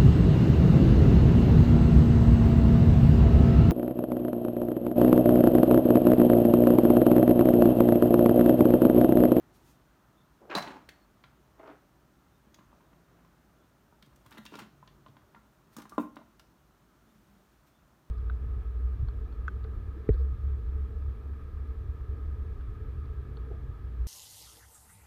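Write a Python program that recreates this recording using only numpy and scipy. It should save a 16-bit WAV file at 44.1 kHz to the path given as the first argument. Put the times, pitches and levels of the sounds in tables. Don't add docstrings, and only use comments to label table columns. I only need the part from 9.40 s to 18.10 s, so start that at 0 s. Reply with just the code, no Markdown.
import sys
import numpy as np
from scipy import signal
from scipy.fft import rfft, irfft, next_fast_len
from scipy.io import wavfile
from scipy.ndimage import uniform_filter1d

SR = 44100
rng = np.random.default_rng(int(sys.argv[2]) if len(sys.argv) > 2 else 0)


def waveform_to_disk(signal):
    frames = np.transpose(np.atleast_2d(signal))
    scaled = np.clip(frames, -1, 1) * 32767
    samples = np.round(scaled).astype(np.int16)
    wavfile.write(sys.argv[1], SR, samples)


def voltage_ratio(decibels):
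    exponent = np.asarray(decibels, float) / 20
    return 10 ** exponent


N = 383669


def evened(x):
    return x / np.sqrt(np.mean(x ** 2) + 1e-20)


def peaked(x):
    return x / abs(x).max()


def steep(x, kind, hz):
    return signal.sosfilt(signal.butter(4, hz, kind, fs=SR, output="sos"), x)


def read(points, hz):
    f, value = np.transpose(points)
    return np.interp(np.log(hz + 1), np.log(f + 1), value)


def coloured(x, points):
    size = next_fast_len(len(x))
    gain = voltage_ratio(read(points, np.fft.rfftfreq(size, 1 / SR)))
    return evened(irfft(rfft(x, size) * gain, size)[:len(x)])


def add(mix, s, sound):
    part = mix[round(s * SR):][:len(sound)]
    part += sound[:len(part)]


def level(strokes):
    t = np.arange(0, N / SR, 1 / 2000)
    gain = 0
    for s, db, rise, held, fall in strokes:
        outside = np.maximum((s - t) / rise, (t - s - held) / fall)
        gain = gain + voltage_ratio(db - 20 * np.maximum(outside, 0))
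    return np.interp(np.arange(N) / SR, t, gain)


def ring(modes, force, near_hz=None, db_per_octave=0.):
    hz, db, t60 = np.transpose(modes)[:, :, None]
    t = np.arange(SR // 6) / SR
    db = db + 3 * rng.standard_normal((12, 1))[:len(modes)]
    if near_hz:
        db = db - db_per_octave * abs(np.log2(hz / near_hz))
    dying = voltage_ratio(db - 60 * t / t60) * np.sin(2 * np.pi * hz * t)
    return signal.fftconvolve(dying.sum(0), force)


def contact(ms, first, rise_ms=0.24):
    t = np.arange(SR // 15) * 1000 / SR
    force = rng.standard_normal(len(t)) * voltage_ratio(1.37 * rng.exponential(1, len(t)))
    force = force * (1 - np.exp(-t / rise_ms)) * np.exp(-t / max(ms, .5))
    force[0] = first * np.sqrt(np.sum(force ** 2))
    return force


# (frequency [Hz], relative level per Hz [dB])
AIR_COLOUR = [(15, -51), (25, -24.5), (48, 1.5), (66, -2), (82, -14), (114, -1.5), (213, -5), (366, -7),
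              (455, -15), (630, -13.5), (1350, -14.5), (2250, -25), (10600, -34.5), (15000, -32.5),
              (16300, -45.5)]
# (frequency [Hz], width [Hz], lift [dB])
AIR_HUMPS = [(608, 35, 4.5), (1315, 210, 1), (6300, 1800, 1.5), (15100, 780, 4)]
# (time [s], level [dB])
LOW_SWELL = [(0.0, -59.5), (1.04, -62.5), (1.62, -60.5), (2.64, -63), (3.51, -60.5), (4.53, -63),
             (5.01, -60.5), (6.95, -63), (8.7, -63.5)]


def air():
    frames, hz = N // 512 + 5, np.fft.rfftfreq(2048, 1 / SR)
    a, b, patches = rng.standard_normal((frames, 1025, 3)).T
    patches = evened(uniform_filter1d(uniform_filter1d(patches, 16, 0), 8, 1))
    s, db = np.transpose(LOW_SWELL)
    swell_db = np.interp(np.arange(frames) * 512 / SR, s, db - db.mean())
    low_share = 1 / (1 + (hz / 2500) ** 2)
    humps_db = sum(lift_db / (1 + (2 * (hz - f) / width) ** 2) for f, width, lift_db in AIR_HUMPS)
    colour_db = (read(AIR_COLOUR, hz) + humps_db)[:, None]
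    z = (a + 1j * b) * voltage_ratio(colour_db + low_share[:, None] * (patches + swell_db))
    return voltage_ratio(-64) * evened(signal.istft(z, nperseg=2048, noverlap=1536)[1][:N])


# (frequency [Hz], width [Hz], level [dB])
HUM_TONES = [(52.9, 20, -70.5), (135, 60, -77.5)]


def hum():
    size = next_fast_len(N)
    f = np.fft.rfftfreq(size, 1 / SR)
    out = np.zeros(N)
    for hz, width, db in HUM_TONES:
        noise = rfft(rng.standard_normal(size))
        out += voltage_ratio(db) * evened(irfft(noise / (1 + (2 * (f - hz) / width) ** 2), size)[:N])
    return out


# (start [s], end [s], first pitch [Hz], last pitch [Hz], level [dB])
DRONE_GLIDES = [(3.25, 4.35, 167, 170, -70), (4.9, 5.9, 141, 139, -66), (7.5, 8.2, 236, 176, -68)]


def drones():
    out, t = np.zeros(N), np.arange(N) / SR
    for start, end, first_hz, last_hz, db in DRONE_GLIDES:
        waver = 1 + .4 * evened(uniform_filter1d(rng.standard_normal(N), 2500))
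        fade = np.clip(np.minimum(t - start, end - t) / 0.21, 0, 1)
        hz = np.interp(t, [start, end], [first_hz, last_hz])
        tone = np.sqrt(2) * np.sin(2 * np.pi * np.cumsum(hz) / SR)
        out += voltage_ratio(db) * fade * waver * tone
    return out


# (time [s], length [s], pitch [Hz], level [dB])
CHIRP_CALLS = [(0.744, .12, 3560, -78), (1.595, .07, 4330, -77), (2.9, .1, 3600, -82),
               (3.2, .08, 6450, -85), (3.32, .1, 5850, -86), (4.166, .12, 3420, -83),
               (7.646, .12, 3500, -83), (8.302, .12, 3530, -81)]


def chirps():
    out = np.zeros(N)
    for s, length, hz, db in CHIRP_CALLS:
        fuzz = steep(rng.standard_normal(SR // 4), "band", [.965 * hz, 1.035 * hz])
        shape = np.hanning(round(length * SR))
        add(out, s, voltage_ratio(db) * evened(fuzz)[-len(shape):] * shape)
    return out


# (frequency [Hz], time to fall 60 dB [s])
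ROOM_DECAY = [(150, 0.41), (500, 0.27), (1500, 0.36), (4000, 0.33), (10000, 0.26)]


def room(x):
    out, turn = np.zeros(N), np.arange(N) / SR * 9.
    for k in range(3):
        taps = np.zeros(SR)
        at = np.arange(150, SR - 20, 20)
        taps[at + rng.integers(0, 20, len(at))] = rng.choice([-1., 1.], len(at))
        hz, t, z = signal.stft(taps, SR, nperseg=256)
        decay = voltage_ratio(-60 * t / read(ROOM_DECAY, hz)[:, None])
        tail = signal.istft(z * decay, SR, nperseg=256)[1]
        window = np.sqrt(2 / 3) * np.cos(turn + k * np.pi / 3)
        out += signal.fftconvolve(x * window, tail / np.linalg.norm(tail))[:N]
    return out


# (peak time [s], level [dB], time to rise 20 dB [s], time held [s], time to fall 20 dB [s])
SWISHES = [
    [(0.15, -69, .04, .015, .05), (0.27, -68, .1, .04, .1)],
    [(6.598, -58, .006, .01, .07)],
    [(4.9, -74, .2, .3, .1), (6.33, -67, .015, .015, .03), (7.7, -79, .3, .45, .2),
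     (8.272, -73, .02, .01, .06)],
]
# (frequency [Hz], relative level per Hz [dB])
SWISH_COLOURS = [
    [(880, -28), (1500, -7), (1710, -2), (6000, -0.5), (10700, -5), (12700, -3), (16000, -11)],
    [(1180, -35), (2000, -5), (2640, -1), (3200, -21), (3810, -19), (4410, -15), (12500, -10), (16000, -11)],
    [(880, -32), (1500, -5), (1660, -1), (10300, -10), (15100, -8), (16000, -15)],
]


def sleeve():
    noise = rng.standard_normal(N)
    return sum(coloured(noise, colour) * level(rows) for rows, colour in zip(SWISHES, SWISH_COLOURS))


# (peak time [s], level [dB], time to rise 20 dB [s], time held [s], time to fall 20 dB [s])
SLIDE_STROKES = [
    [(1.025, -56, .03, .06, .03)],
    [(1.101, -38, .006, .04, .02)],
    [(1.153, -32.5, .004, .036, .022), (1.2, -47, .02, .03, .14)],
    [(1.27, -48.5, .05, .04, .13)],
    [(2.197, -57, .01, .005, .04), (2.285, -47, .09, .025, .07)],
    [(4.915, -60, .02, .065, .04), (5.125, -56, .012, .035, .02), (5.19, -47, .012, .01, .06)],
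    [(6.37, -50, .008, .02, .1), (6.522, -59, .03, .03, .02)],
]
# (frequency [Hz], relative level per Hz [dB])
SLIDE_COLOURS = [
    [(120, -46), (200, -8), (519, 0.5), (700, -9), (1250, -16), (2000, -38), (2600, -58), (4400, -120)],
    [(71, -53), (120, -24), (383, 4.5), (544, -4.5), (1590, -0.5), (1730, -7), (2740, -13.5), (8000, -40),
     (10400, -78), (17600, -120)],
    [(74, -38), (125, 0), (247, -1), (290, -2), (460, -8), (621, 5), (1070, 2), (3550, -15.5), (4080, -10),
     (5970, -20), (15000, -27)],
    [(88, -40), (150, -14), (264, 3), (705, -8), (846, -1), (1280, -11), (2080, -18.5), (8000, -37),
     (10400, -70), (17600, -120)],
    [(88, -53), (150, -23), (202, -27), (273, -9), (362, -27), (407, 5.5), (450, -8.5), (1370, -13.5),
     (8000, -58), (10400, -84), (17600, -120)],
    [(71, -36), (120, -4.5), (292, -2), (514, -13.5), (1380, -7), (1500, -18.5), (2690, -20), (15000, -36)],
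    [(71, -38), (120, -10), (238, -3), (465, -30), (1110, -11), (2750, -37), (9620, -36), (15000, -40)],
]
# (frequency [Hz], width [Hz], level [dB], not used)
RATTLE_MODES = [(225, 15, 0), (409, 21, -3), (860, 100, 0), (1180, 41, -1), (1456, 32, -9), (1614, 62, -7),
                (1860, 33, -8), (2223, 150, -12), (2720, 630, -14), (3420, 19, -18), (4030, 28, -4),
                (4500, 20, -15), (4360, 31, -11), (5370, 190, -17)]


def slides():
    slips = rng.standard_normal(N) * voltage_ratio(1.5 * rng.exponential(1, N))
    slips = slips * (rng.random(N) < 6000 / SR)
    slips = slips * voltage_ratio(2.1 * evened(uniform_filter1d(rng.standard_normal(N), 250)))
    size = next_fast_len(N)
    f = np.fft.rfftfreq(size, 1 / SR)
    rings = 1 + sum(0.5 / (1 + 2j * (f - hz) / width) for hz, width, _ in RATTLE_MODES)
    slips = irfft(rfft(slips, size) * rings, size)[:N]
    return sum(coloured(slips, colour) * level(rows)
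               for rows, colour in zip(SLIDE_STROKES, SLIDE_COLOURS))


# (time [s], peak level [dB], pitch [Hz], time to fall 60 dB [s])
PING_TAPS = [(1.111, -38, 2720, .035), (6.366, -49, 1140, .12), (6.454, -51, 1100, .12),
             (5.065, -50, 2770, .1), (6.581, -54.5, 2630, .1), (6.581, -52.5, 3690, 0.067),
             (6.997, -64, 5150, .05), (6.522, -46, 1170, 0.11)]


def pings():
    out = np.zeros(N)
    for s, db, hz, t60 in PING_TAPS:
        add(out, s, voltage_ratio(db) * peaked(ring([(hz, 0, t60)], contact(ms=4., first=.8))))
    return out


# (time [s], peak level [dB])
MUG_CLINKS = [(1.1518, -23), (1.165, -34), (1.2223, -42.5)]
# (frequency [Hz], relative level [dB], time to fall 60 dB [s])
MUG_MODES = [(4080, -3, .09), (4023, 10, 0.085), (4140, -17, .1), (4600, -7, .06), (4550, -10, .06),
             (4700, -5, 0.13), (5400, -17, .08), (6260, -8, .05)]


def mug():
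    out = np.zeros(N)
    for s, db in MUG_CLINKS:
        add(out, s, voltage_ratio(db) * peaked(ring(MUG_MODES, contact(ms=6., first=.7))))
    return out


# (start [s], end [s])
FIDGET_SPELLS = [(3.3, 3.9), (4.5, 4.9), (5.4, 5.6)]
# (thump [dB], clack [dB], tick [dB], air [dB])
FAINT_DB = (-61, -59, -64, -76)
# (thump [Hz], clack [Hz], tick [Hz])
FAINT_HZ = (170, 1000, 1850)


def touches():
    per_s, spread_db = 11, 3.
    blows, taps = [], []
    for start, end in FIDGET_SPELLS:
        for when, size, a, b, c in rng.random((round((end - start) * per_s), 5)):
            s = start + when * (end - start)
            db = np.add(FAINT_DB, spread_db * (2 * size - 1))
            octaves = np.array([a, b, c / 2]) - .5
            hz = np.multiply(FAINT_HZ, 2 ** octaves)
            blows.append((s, db[0], hz[0], db[1], hz[1]))
            taps.append((s, db[2], hz[2], db[3]))
    return blows, taps


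# (time [s], tick peak level [dB], tick pitch [Hz], air peak level [dB])
HARD_CONTACTS = [(1.0999, -42, 2500, -66), (1.112, -39, 2000, -63.5), (1.1511, -31, 4300, -33),
                 (1.2229, -37, 4010, -48), (1.274, -37, 1860, -73), (1.489, -39, 2100, -46),
                 (1.4905, -46, 5000, -60), (1.8382, -44.5, 2300, -70), (2.1944, -57, 1850, -80),
                 (2.2742, -53, 2600, -80), (2.298, -53, 2300, -80), (3.143, -50, 4700, -52),
                 (3.1894, -55, 1830, -77), (4.6246, -47, 2680, -53.5), (4.661, -62, 2980, -58),
                 (4.7594, -65, 1910, -55), (4.8616, -54.5, 1900, -52), (4.9078, -60, 1810, -52),
                 (4.9157, -51, 1700, -59), (4.9232, -47, 2190, -55), (4.9727, -45, 1790, -64),
                 (4.9798, -41.5, 1750, -49), (5.0523, -48, 1990, -44), (5.0619, -39.5, 2800, -49),
                 (5.139, -43.5, 2740, -64), (5.1532, -40.5, 3590, -51), (5.1694, -52, 2620, -54),
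                 (5.1902, -39.5, 1960, -45), (5.2194, -48, 2430, -67), (5.2344, -51, 2000, -70),
                 (5.475, -50, 2730, -69), (5.6618, -54, 2100, -76), (5.6825, -57, 3290, -79),
                 (5.767, -53.5, 1840, -77), (5.9472, -49.5, 1770, -82), (6.3654, -49.5, 3880, -40),
                 (6.3842, -48, 3400, -49), (6.3994, -50, 2120, -56), (6.419, -52, 2340, -48),
                 (6.4535, -51, 1750, -67), (6.4944, -61, 2440, -47), (6.5795, -40, 1800, -47),
                 (6.757, -59, 2470, -53.5), (6.7679, -46, 1930, -72), (6.995, -51, 2600, -52)]
# (frequency [Hz], width [Hz], relative level [dB])
PLASTIC_MODES = [(1700, 590, -0.5), (2100, 290, -7.5), (2670, 520, -0.5), (3220, 1100, 10.5),
                 (3680, 570, -2), (4350, 880, -1), (4450, 430, -1.5), (5640, 2000, 10)]


def ticks(rows):
    out = np.zeros(N)
    plastic = [(hz, db, np.log(1000) / (np.pi * width)) for hz, width, db in PLASTIC_MODES]
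    for s, tick_db, tick_hz, air_db in rows:
        force = contact(ms=4.3, first=0.073, rise_ms=0.82)
        tick = ring(plastic, force, tick_hz, db_per_octave=19.5)
        tick = steep(tick, "band", [1300., min(1.79 * tick_hz + 1350.0, 7000.)])
        puff = steep(signal.lfilter([1], [1, -.75], force), "high", 4960.0)
        add(out, s, voltage_ratio(tick_db) * peaked(tick))
        add(out, s, voltage_ratio(air_db) * peaked(puff))
    return out


# (time [s], desk thump peak level [dB], thump pitch [Hz],
# object clack peak level [dB], clack pitch [Hz])
BLUNT_BLOWS = [(1.098, -41, 360, -42, 678), (1.114, -55, 415, -35, 678), (1.151, -29.5, 300, -31, 603),
               (1.16, -30.5, 245, -26, 738), (1.222, -51, 245, -42, 899), (1.273, -44, 242, -40.5, 746),
               (1.487, -51.5, 416, -49, 1090), (1.839, -59, 126, -47.5, 1400), (2.195, -47, 417, -48, 616),
               (2.232, -53, 409, -47, 576), (2.279, -44, 405, -48, 606), (2.297, -45, 409, -44, 608),
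               (3.066, -55, 220, -70, 673), (3.187, -54, 221, -49, 972), (3.209, -55, 215, -53, 961),
               (3.329, -56, 182, -48.5, 907), (4.525, -55.5, 169, -51.5, 1030),
               (4.673, -52.5, 161, -70, 657), (4.861, -59, 121, -50.5, 1110),
               (4.917, -66, 498, -48.5, 1180), (4.971, -49, 375, -47, 1340), (4.985, -43.5, 230, -45, 1230),
               (5.055, -53, 215, -45.5, 1030), (5.121, -44, 400, -51, 894), (5.139, -44, 215, -40, 1130),
               (5.154, -43.5, 400, -40.5, 1450), (5.187, -48.5, 205, -41.5, 1420),
               (5.219, -44, 202, -57, 1410), (5.427, -59, 132, -45, 1040), (5.475, -57, 130, -54, 1004),
               (5.662, -52.5, 210, -44, 965), (5.685, -51, 135, -63, 573), (5.767, -56, 143, -49, 950),
               (5.946, -57, 156, -47, 935), (5.962, -54.5, 205, -49, 1480), (6.366, -43, 210, -43, 1120),
               (6.384, -38, 242, -43, 1140), (6.402, -46, 237, -48, 1100), (6.454, -53, 242, -45.5, 1020),
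               (6.521, -46, 221, -41, 1180), (6.58, -19.5, 270, -18.5, 850), (6.596, -24.5, 255, -32, 800),
               (6.767, -42.5, 315, -35, 1260), (6.789, -49.5, 242, -47, 589), (6.814, -61, 218, -49, 627),
               (6.996, -70, 237, -51, 1360)]
# (frequency [Hz], relative level [dB], time to fall 60 dB left free [s])
DESK_MODES = [(127, 7, 0.058), (163, -15.5, 0.093), (215, -2, 0.23), (237, -5, 0.21), (292.6, 3, 0.12),
              (321, -8, 0.047), (354, -2.5, 0.046), (422, -6.5, .07)]
# (frequency [Hz], relative level [dB], time to fall 60 dB left free [s])
OBJECT_MODES = [(580, -13, .04), (650, 2.5, 0.15), (690, -5.5, 0.04), (857, -18, 0.038), (900, -3, 0.074),
                (943, 6, 0.11), (1032, 19, 0.055), (1169, 17, 0.046), (1376, 13.5, 0.11), (1424, -14, 0.12)]


def knocks(rows):
    out = np.zeros(N)
    hold = [1, 1, .72]
    for s, thump_db, thump_hz, clack_db, clack_hz in rows:
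        blow = contact(ms=4.1, first=1.39)
        thump = ring(np.multiply(DESK_MODES, hold), blow, thump_hz, db_per_octave=18.0)
        clack = ring(np.multiply(OBJECT_MODES, hold), blow, clack_hz, db_per_octave=26.5)
        add(out, s, voltage_ratio(thump_db) * peaked(steep(thump, "band", [0.69 * thump_hz, 650.])))
        add(out, s, voltage_ratio(clack_db) * peaked(steep(clack, "band", [530., 1650.])))
    return out


def scene():
    room_db, tick_room_db = -9, 2
    soft_knocks, soft_ticks = touches()
    blows = knocks(BLUNT_BLOWS + soft_knocks) + mug() + slides() + pings()
    taps = ticks(HARD_CONTACTS + soft_ticks)
    tail = voltage_ratio(room_db) * room(blows + voltage_ratio(tick_room_db) * taps)
    background = air() + hum() + drones() + chirps() + sleeve()
    return (background + blows + taps + tail)[None]


def low_pass(x):
    return signal.sosfilt(signal.butter(12, 16000, fs=SR, output="sos"), x)


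# (frequency [Hz], width [Hz], level [dB])
TREBLE_DIPS = [(4860, 410, -2.5), (7650, 500, -2.5), (10500, 630, -3)]


def record(dry):
    bass_cut_hz = 39.3
    size = next_fast_len(N)
    f = np.fft.rfftfreq(size, 1 / SR)
    dips_db = sum(db / (1 + (2 * (f - hz) / width) ** 2) for hz, width, db in TREBLE_DIPS)
    heard = irfft(rfft(dry, size) * voltage_ratio(dips_db), size)[:, :N]
    heard = steep(steep(heard, "high", bass_cut_hz), "high", bass_cut_hz)
    return low_pass(heard)


dry = scene()
out = record(dry)
waveform_to_disk(out)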